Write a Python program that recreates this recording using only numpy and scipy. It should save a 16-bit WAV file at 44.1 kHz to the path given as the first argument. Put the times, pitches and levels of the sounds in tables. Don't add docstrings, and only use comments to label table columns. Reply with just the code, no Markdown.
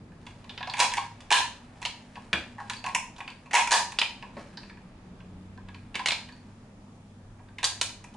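import sys
import numpy as np
from scipy import signal
from scipy.fft import rfft, irfft
from scipy.io import wavfile
from scipy.ndimage import uniform_filter1d

SR = 44100
rng = np.random.default_rng(int(sys.argv[2]) if len(sys.argv) > 2 else 0)


def to_wav(sig):
    pcm = np.clip(np.atleast_2d(sig), -1, 1) * 32767
    pcm = np.round(pcm).astype(np.int16)
    wavfile.write(sys.argv[1], SR, pcm.T)


N = 360027

# (per Hz, relative within each layer)
AIR_SPECTRUM = [(12, -36), (20, -1), (70, -6.5), (101, -4), (136, -3.5), (182, -3), (237, -9.5), (271, -10),
                (363, -3.5), (414, -32), (570, -22.5), (1110, -29), (7130, -48.5), (10600, -50),
                (11500, -63), (15000, -107.5), (22000, -120)]
# pitch_hz, correlation (0-1)
AIR_CORRELATION = [(60, 0.99), (130, 1), (270, 0.95), (580, 0.77), (1220, 0.36), (2600, 0), (5520, -0.0),
                   (11000, 0.16), (11700, .6)]
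# time_s, rumble_db, wash_db (wash before WASH_TRIM_DB)
AIR_LEVELS = [(0, -50, -58.5), (1.2, -53, -56), (3.6, -53.5, -57.5), (4.3, -51, -56), (5.5, -49.5, -58),
              (6.6, -53, -59.5), (8.16, -53, -58.5)]
WASH_TRIM_DB, HISS_DB = -1.0, -70.5
# time_s, pitch_hz, level_db, octave_db
HUM_TRACK = [(0.0, 90, -57, -61), (0.72, 103, -55, -67), (1.1, 103, -53.5, -76), (1.5, 93, -57, -98),
             (2.2, 107, -61, -55), (2.75, 107.5, -55.5, -57), (3.2, 100, -61.5, -63.5),
             (4.4, 100, -69, -55.5), (5.1, 92, -63, -54), (5.4, 94, -52.5, -51), (5.75, 96, -49, -52.5),
             (5.95, 100, -58, -57.5), (7.84, 100, -52, -61), (8.16, 103, -62, -56)]
DRONE_HZ, DRONE_WIDTH_HZ, DRONE_DB = 242.2, 5.1, -58.5

# pitch_hz, t60_s
SHOP_DECAY = [(300, 0.5), (800, 0.32), (2000, 0.33), (5500, 0.38), (11000, 0.29)]
# pitch_hz, level_db
SHOP_LEVELS = [(300, -11), (1000, -4.5), (3000, -5), (10000, -2)]
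# pitch_hz, correlation (0-1)
SHOP_CORRELATION = [(130, 0.86), (270, 0.81), (580, 0.83), (1220, 0.87), (2600, 0.79), (5500, 0.042),
                    (11000, 0.011)]
SHOP_ONSET_S = 0.0021

# time_s, level_db (before RUSTLE_TRIM_DB)
RUSTLE_LEVELS = [(0.0, -83), (0.25, -49), (0.72, -51), (1.1, -55), (1.7, -49), (2.7, -51.5), (3.0, -65),
                 (3.3, -52.5), (4.15, -60), (4.4, -46.5), (4.9, -59.5), (5.5, -63), (6.15, -54), (6.5, -54),
                 (6.7, -73), (7.55, -84.5), (8.16, -54)]
# pitch_hz, width_hz, level_db
RUSTLE_RESONANCES = [(900, 170, 4.5), (1710, 590, 5), (2370, 600, -2.5), (3900, 900, -8.5),
                     (7000, 21000, -24.5)]
RUSTLE_SLIPS_PER_S, RUSTLE_TRIM_DB = 1500, -14.5
SHAKE_DB, SHAKE_RISE_S, SHAKE_FALL_S = -32, 0.032, 0.046

# start_s, level_db, main_pitch_hz, upper_mode_t60_s
COUNTER_KNOCKS = [(2.332, -27.5, 193, 0.063), (4.367, -34.5, 566, 0.051), (5.953, -44, 193, 0.048)]
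# start_s, level_db
SPRING_PINGS = [(0.6983, -33.5), (2.7666, -40), (2.7894, -47), (4.5725, -42), (4.6319, -52.5),
                (4.6962, -54), (5.7453, -53), (6.2886, -54.5), (6.323, -50)]
# pitch_hz, level_db, t60_s
SPRING_MODES = [(4480, -3, .05), (4470, -4, 0.052), (4610, -5, .04)]

# pitch_hz, level_db, t60_s
HOLLOW_MODES = [(696, -13.5, 0.0082), (763, -5.5, 0.089), (806, -2.5, 0.058), (880, -1, 0.055),
                (918, -6, 0.16), (951, 5.5, 0.087), (1022.3, 1, 0.095), (1090, 1.5, 0.04)]
# pitch_hz, level_db, t60_s
WALL_MODES = [(1511, -12.5, 0.02), (1597, -7.5, 0.027), (1635, -6.5, 0.028), (1696, -6, 0.03),
              (1860, -8, 0.014)]
# pitch_hz, level_db, t60_s
SHELL_MODES = [(2040, -3, .005), (2250, -3, .006), (2400, -6, .012), (2650, -2, .005)]
# pitch_hz, level_db, t60_s
EDGE_MODES = [(2880, -2, .005), (3100, -3, .005), (3350, -2, .006), (3650, -3, .004)]
# pitch_hz, level_db, t60_s
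LATCH_MODES = [(3950, -3, .004), (4250, -2, .005), (4560, -3, .005), (4850, -3, .004)]
# pitch_hz, density_db (per Hz)
CRACK_SPECTRUM = [(4500, -31), (5400, 5), (6600, 5), (8000, -1), (9500, -1), (11500, -10)]
RADIATION_DB = [-3.5, -7, -3.5, -5, -2, -3.5]
CASE_PITCHES_HZ = [2350, 3200, 4400]
CASE_FALL_DB_PER_OCTAVE, CASE_SPREAD_DB = 12, 3.5
CLICK_DB, STRIKE_SPREAD_DB = -9.5, 4
FIRST_IMPACT_DB, SWELL_MS = 16.5, 0.4
# start_s, level_db, hollow_db, wall_db, case_db, case_pitch_hz, crack_db, rattle_ms
GUN_CONTACTS = [(0.119, -47.5, -18, -3, -12.5, 2180, -24, 8.7),
                (0.266, -38.5, -5.5, -8, -2, 2620, -11.5, 10), (0.443, -37.5, -11, -17, -12, 2760, -21, 6),
                (0.494, -31, -16.5, -13, -7.5, 2620, -32, 10), (0.577, -28, -18, -18, -4, 2770, -34, 7.8),
                (0.607, -27, -6, -9, -13, 2540, -41, 6.8), (0.628, -24.5, -10, -8, -7, 2360, -41, 5.5),
                (0.673, -28, -3, -10, -7, 2540, -25, 6.4), (0.698, -23.5, -17, -22, -7.5, 4560, -27, 8.5),
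                (0.737, -19.5, -12, -12, -8.5, 2780, -21, 5.3),
                (0.769, -23.5, -13, -14, -9.5, 2100, -18, 14),
                (0.918, -19.5, -11.5, -21, -15, 2600, -24, 9.9),
                (0.937, -9, -27, -18.5, -17, 2260, -19.5, 5.7), (0.97, -19, -4, -17, -9, 2480, -15, 6.8),
                (0.979, -19, -7, -15, -3, 2040, -22, 5.6), (1.205, -35, -26, -38, -5, 2090, -17, 8.8),
                (1.817, -29.5, -7, -24, -11, 2770, -14, 10), (1.827, -30.5, -15, -27, -4, 2000, -13, 7.5),
                (1.851, -26, -28, -24, -0.5, 3200, -9, 6.9), (1.858, -23.5, -9, -18, -2.5, 3470, -13, 6.1),
                (2.156, -29, -18, -14, -11, 2320, -35, 7.5), (2.17, -35, -3, -13, -22, 2270, -33, 6.4),
                (2.33, -12, -33, -7, -5, 2450, -24, 9.1), (2.582, -29.5, -6.5, -5.5, -24, 2740, -33, 7.5),
                (2.601, -21, -12.5, -15, -26, 2100, -35, 8.8),
                (2.698, -15.5, -17, -14.5, -11, 2570, -17, 6.8),
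                (2.734, -27.5, -15, -8, -9, 3260, -18, 6.2), (2.766, -34, -28, -18, -10, 4640, -17, 5.8),
                (2.841, -17, -14, -18, -15.5, 2460, -27, 6.7),
                (2.863, -13, -13.5, -23, -16, 2460, -23.5, 5.9), (2.887, -24, -7, -20, -15, 2430, -29, 8.4),
                (2.948, -11.5, -10.5, -18, -10, 2600, -9.5, 7),
                (3.162, -38.5, -12, -18, -12, 2900, -18, 9.2),
                (3.182, -35.5, -5.5, -14, -9, 2260, -16, 11.2),
                (3.204, -27, -9.5, -12, -11.5, 2500, -25, 8.1),
                (3.277, -31, -11, -11, -6.5, 2650, -23, 8.9), (3.302, -36.5, -8, -18, -3.5, 2720, -16, 6.1),
                (3.458, -43, -6, -19, -10.5, 2360, -22, 14), (3.51, -26, -16, -12, -15.5, 2310, -21, 15.4),
                (3.673, -18, -18, -13, -7.5, 2330, -12, 8),
                (3.92, -24.5, -16, -19, -12.5, 3400, -16.5, 8.6),
                (3.987, -12, -28, -27, -9, 3630, -19, 9.8),
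                (4.015, -12.5, -16.5, -37, -5.5, 2550, -21, 8.1),
                (4.225, -35.5, -2.5, -5, -7.5, 2310, -24, 7.5),
                (4.368, -23.5, -19, -27, -18.5, 2050, -51, 8.6),
                (4.572, -29, -18, -11, -12, 4620, -30, 9.8), (4.632, -35, -16, -13, -13, 2270, -27, 6.1),
                (4.697, -34.5, -16, -11, -10, 2220, -34, 8.7),
                (4.771, -39.5, -13, -10, -16.5, 2330, -29, 7.9), (5.203, -40, -13, -14, -8, 2300, -38, 7.5),
                (5.576, -39, -6.5, -5.5, -11.5, 2680, -35, 6.9),
                (5.686, -32, -15, -10.5, -11.5, 2400, -29, 5.8),
                (5.745, -34.5, -16, -10, -11.5, 2310, -27, 8.3),
                (5.944, -30.5, -9.5, -7, -8.5, 2710, -24, 7), (5.954, -20, -21, -13, -7.5, 2630, -16, 7.7),
                (5.993, -22, -7, -10, -10, 2500, -28, 8.8), (6.059, -14.5, -25.5, -26, -3, 2470, -13, 9.1),
                (6.072, -18, -22, -20, -3, 2400, -17.5, 5.8), (6.085, -20.5, -27, -27, 2.5, 2790, -7, 7.8),
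                (6.106, -20.5, -26, -26, -0.5, 2600, -25, 8.3),
                (6.119, -17, -16, -30, -3.5, 3100, -17.5, 9.1),
                (6.288, -36.5, -13, -8, -7.5, 2800, -23, 5.3), (6.323, -36.5, -16, -14, -24, 4510, -25, 7),
                (7.393, -43.5, -7, -9, -16, 2130, -38, 7.7), (7.485, -44.5, -12, -8, -15, 2910, -34, 7.8),
                (7.584, -24.5, -19, -16, -14.5, 2200, -23, 11),
                (7.63, -16.5, -11.5, -9, -9, 2520, -16, 9.5),
                (7.642, -13.5, -40, -25, -10.5, 4240, -5.5, 8.9),
                (7.652, -13, -28, -22, -12, 4400, -9, 10.6), (7.813, -10, -27, -21, -10, 3570, -10.5, 7.1),
                (7.893, -34.5, -17, -26, -6, 2660, -22, 8.5),
                (8.041, -34.5, -12, -34, -11, 2660, -11.5, 7.7), (8.14, -42, -4, -22, -13, 2970, -14, 9.3)]
# the contact columns for the main blow, then lead_loss_db per earlier touch
TRIGGER_SLAMS = [(0.801, 2, -19, -20, -15, 3020, -17, 8.3, 11.4),
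                 (1.324, 6, -18.5, -15, -14, 3130, -19, 6.54, 8.2),
                 (3.551, 0.5, -14, -15, -12.5, 2470, -15, 9, 8),
                 (3.727, 1, -16, -13, -12.5, 2900, -12.5, 9.3, 6.5)]
TOUCH_S, REBOUND_DROP_DB, REBOUND_LOSS_DB, LIGHT_TOUCH_HOLLOW_DB = 0.0094, 4.5, 3, 5.5
# time_s, left_minus_right_db
GUN_PLACE = [(0, -2), (1.9, -1.5), (2.2, 1.5), (2.7, -.3), (3.0, -1.5), (8.16, -1.7)]

LIMIT_DB, CUT_DB_PER_DB, RELEASE_DB_PER_S, CUTOFF_HZ = -17, 0.8, 164.5, 11050


def from_db(db):
    return 10 ** (np.asarray(db) / 20)


def rms_one(x):
    return x / np.sqrt(np.mean(x ** 2) + 1e-20)


def in_time(rows):
    time_s, *columns = np.transpose(rows)
    return [np.interp(np.arange(N) / SR, time_s, column) for column in columns]


def at_hz(points, hz):
    point_hz, value = np.transpose(points)
    return np.interp(np.log(hz), np.log(point_hz), value)


def drift(rate_hz):
    pole = np.exp(-80 * np.pi * rate_hz / SR)
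    noise = rng.standard_normal(N // 40 + 2002)
    slow = signal.lfilter([1], [1, -2 * pole, pole ** 2], noise)[2000:]
    return np.interp(np.arange(N) / 40, np.arange(len(slow)), rms_one(slow))


def bands(size, correlation):
    edges_hz = 20 * 2 ** np.arange(0, 9.6, .5)
    white = rng.standard_normal((2, 2, size))
    for k, (low_hz, high_hz) in enumerate(zip(edges_hz, edges_hz[1:])):
        band = signal.butter(2, [low_hz, high_hz], "band", fs=SR, output="sos")
        mid, side = signal.sosfilt(band, white[k % 2])
        hz = np.sqrt(low_hz * high_hz)
        alike = at_hz(correlation, hz)
        yield hz, np.sqrt(1 + alike) * mid + np.sqrt(1 - alike) * side * [[1], [-1]]


def add(out, sound, start_s):
    i = round(start_s * SR)
    out[:, i:i + sound.shape[1]] += sound[:, :N - i]


def ringing(modes, t):
    hz, level_db, t60_s = np.transpose(modes)[:, :, None]
    return from_db(level_db - 60 * t / t60_s) * np.sin(2 * np.pi * hz * t)


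def soften(x, top_hz):
    return signal.sosfilt(signal.butter(3, top_hz, fs=SR, output="sos"), x)


def air():
    rumble_db, wash_db = in_time(AIR_LEVELS)
    layers = [0, 0, 0]
    for hz, noise in bands(N, AIR_CORRELATION):
        layer = int(hz > 450) + int(hz > 4000)
        layers[layer] += noise * from_db(at_hz(AIR_SPECTRUM, hz) + 1.2 * drift(2.5))
    rumble, wash, hiss = map(rms_one, layers)
    return from_db(rumble_db) * rumble + from_db(wash_db + WASH_TRIM_DB) * wash + from_db(HISS_DB) * hiss


def hum():
    hz, level_db, octave_db = in_time(HUM_TRACK)
    phase = 2 * np.pi * np.cumsum(hz * (1 + 0.017 * drift(5.6))) / SR
    low = from_db(level_db + 0.83 * drift(1.3)) * np.sin(phase)
    octave = from_db(octave_db + drift(6.9)) * np.sin(2 * phase)
    duct_filter = signal.iirpeak(DRONE_HZ, DRONE_HZ / DRONE_WIDTH_HZ, SR)
    duct = signal.lfilter(*duct_filter, rng.standard_normal(N))
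    return np.sqrt(2) * (low + octave) + from_db(DRONE_DB) * rms_one(duct)


def shop(x):
    t = np.arange(SR // 2) / SR
    echoes = 0
    for hz, noise in bands(len(t), SHOP_CORRELATION):
        t60_s = at_hz(SHOP_DECAY, hz)
        even_energy = np.sqrt(2 * np.log(1000) / t60_s / SR)
        echoes = echoes + noise * from_db(at_hz(SHOP_LEVELS, hz) - 60 * t / t60_s) * even_energy
    echoes *= 1 - np.exp(-(t / SHOP_ONSET_S) ** 2)
    return signal.fftconvolve(x.mean(0, keepdims=True), echoes, axes=1)[:, :N]


def rustle():
    slip_chance = RUSTLE_SLIPS_PER_S * from_db(4.0 * drift(15.0)) / SR
    slips = (rng.random(N) < slip_chance) * rng.standard_normal(N)
    sound = 0
    for hz, width_hz, level_db in RUSTLE_RESONANCES:
        resonance = signal.iirpeak(hz, hz / width_hz, SR)
        sound = sound + from_db(level_db) * rms_one(signal.lfilter(*resonance, slips + 1e-18))
    t = np.arange(N) / SR
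    level = from_db(in_time(RUSTLE_LEVELS)[0] + RUSTLE_TRIM_DB)
    for start_s, blow_db, *_ in GUN_CONTACTS + TRIGGER_SLAMS:
        since_s = np.clip(t - start_s, 0, 1)
        shake = (1 - np.exp(-since_s / SHAKE_RISE_S)) * np.exp(-since_s / SHAKE_FALL_S)
        level = level + from_db(blow_db + SHAKE_DB) * shake
    return level * rms_one(soften(sound, 10500))


def knocks():
    out, t = np.zeros((2, N)), np.arange(8192) / SR
    band = signal.butter(2, [150, 800], "band", fs=SR, output="sos")
    for start_s, level_db, hz, t60_s in COUNTER_KNOCKS:
        modes = [(hz * .38, -9, .3), (hz, 0, t60_s * 2), (hz * 1.7, -4, t60_s)]
        puff = rms_one(signal.sosfilt(band, rng.standard_normal(len(t))))
        puff *= from_db(-5.0 - 60 * t / (t60_s * 4.8))
        knock = ringing(modes, t).sum(0, keepdims=True) + puff
        add(out, from_db(level_db) * knock * (1 - np.exp(-t / 0.0026)), start_s)
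    return out


def spring():
    out, t = np.zeros((2, N)), np.arange(4096) / SR
    for start_s, level_db in SPRING_PINGS:
        strike = from_db(STRIKE_SPREAD_DB * rng.standard_normal((1, 3)))
        ping = strike @ ringing(SPRING_MODES, t)
        add(out, from_db(level_db) * ping * (1 - np.exp(-t / .001)), start_s)
    return out


def evened(x):
    spectrum = rfft(x)
    return irfft(spectrum / (np.abs(spectrum) + 1e-9))


def touches():
    rows = list(GUN_CONTACTS)
    for start_s, level_db, hollow_db, *rest, lead_loss_db in TRIGGER_SLAMS:
        for k, late in zip(range(-2, 5), rng.uniform(-.15, 0.17, 7)):
            loss_db = -k * lead_loss_db if k <= 0 else REBOUND_DROP_DB + k * REBOUND_LOSS_DB
            touch_s = start_s + TOUCH_S * (k + late * (k > 0))
            touch_hollow_db = hollow_db + LIGHT_TOUCH_HOLLOW_DB * (k != 0)
            rows.append((touch_s, level_db - loss_db, touch_hollow_db, *rest))
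    return rows


def gun_parts(t):
    mode_tables = (HOLLOW_MODES, WALL_MODES, SHELL_MODES, EDGE_MODES, LATCH_MODES)
    parts = [soften(ringing(modes, t), 1.04 * modes[-1][0]) for modes in mode_tables]
    hz = np.linspace(1, SR / 2, 129)
    crack = from_db(at_hz([(3000, -50)] + CRACK_SPECTRUM, hz))
    parts.append(irfft(crack * np.exp(-1j * hz / SR * 60))[None])
    click = signal.lfilter(*signal.butter(2, [500, 5000], "band", fs=SR), t == 0)
    parts.append(soften(click, 6700)[None])
    return parts


def gun():
    out, t = np.zeros((2, N)), np.arange(3000) / SR
    parts = gun_parts(t)
    for start_s, touch_db, hollow_db, wall_db, case_db, case_hz, crack_db, rattle_ms in touches():
        octaves_away = np.abs(np.log2(np.array(CASE_PITCHES_HZ) / case_hz))
        case = case_db - CASE_FALL_DB_PER_OCTAVE * octaves_away
        varied_case = case + CASE_SPREAD_DB * rng.standard_normal(3)
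        part_db = [hollow_db, wall_db, *varied_case, crack_db, np.mean(case)]
        sound = np.zeros(2 * len(t))
        swell_s = SWELL_MS / 1000 * (rattle_ms / 10) ** 2
        envelope = np.minimum(t / swell_s, np.exp((swell_s - t) * 1000 / rattle_ms))
        for modes, level_db, radiation_db in zip(parts, part_db, RADIATION_DB + [CLICK_DB]):
            rattle = rng.standard_normal(len(t)) * rng.exponential(1, len(t))
            rattle[round(swell_s * SR)] = from_db(FIRST_IMPACT_DB) / (1 + swell_s / 0.0058)
            strike = from_db(STRIKE_SPREAD_DB * rng.standard_normal(len(modes)))
            strike *= (-1.) ** np.arange(len(modes))
            force = evened(rattle * envelope) * np.sqrt(envelope)
            ring = signal.fftconvolve(force, strike @ modes)
            loudest = np.sqrt(uniform_filter1d(ring ** 2, size=300).max())
            sound[:len(ring)] += from_db(level_db + radiation_db) * ring / loudest
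        channels = np.array([sound, np.roll(sound, rng.integers(-1, 2))])
        add(out, from_db(touch_db) * channels, start_s - swell_s)
    out *= from_db(in_time(GUN_PLACE)[0] / 2 * np.array([[1], [-1]]))
    return signal.sosfilt(signal.butter(2, 450, "high", fs=SR, output="sos"), out)


def scene():
    near = gun() + spring() + knocks() + rustle()
    return near + shop(near) + air() + hum()


def record(dry):
    level_db = 10 * np.log10(uniform_filter1d(np.mean(dry ** 2, 0), size=64) + 1e-12)
    fall_db = RELEASE_DB_PER_S * np.arange(N) / SR
    held_db = np.maximum.accumulate(level_db + fall_db) - fall_db
    cut_db = uniform_filter1d(CUT_DB_PER_DB * np.maximum(held_db - LIMIT_DB, 0), size=88)
    top_cut = signal.ellip(14, .3, 75, CUTOFF_HZ, fs=SR, output="sos")
    return signal.sosfilt(top_cut, dry * from_db(-cut_db))


dry = scene()
out = record(dry)
to_wav(out)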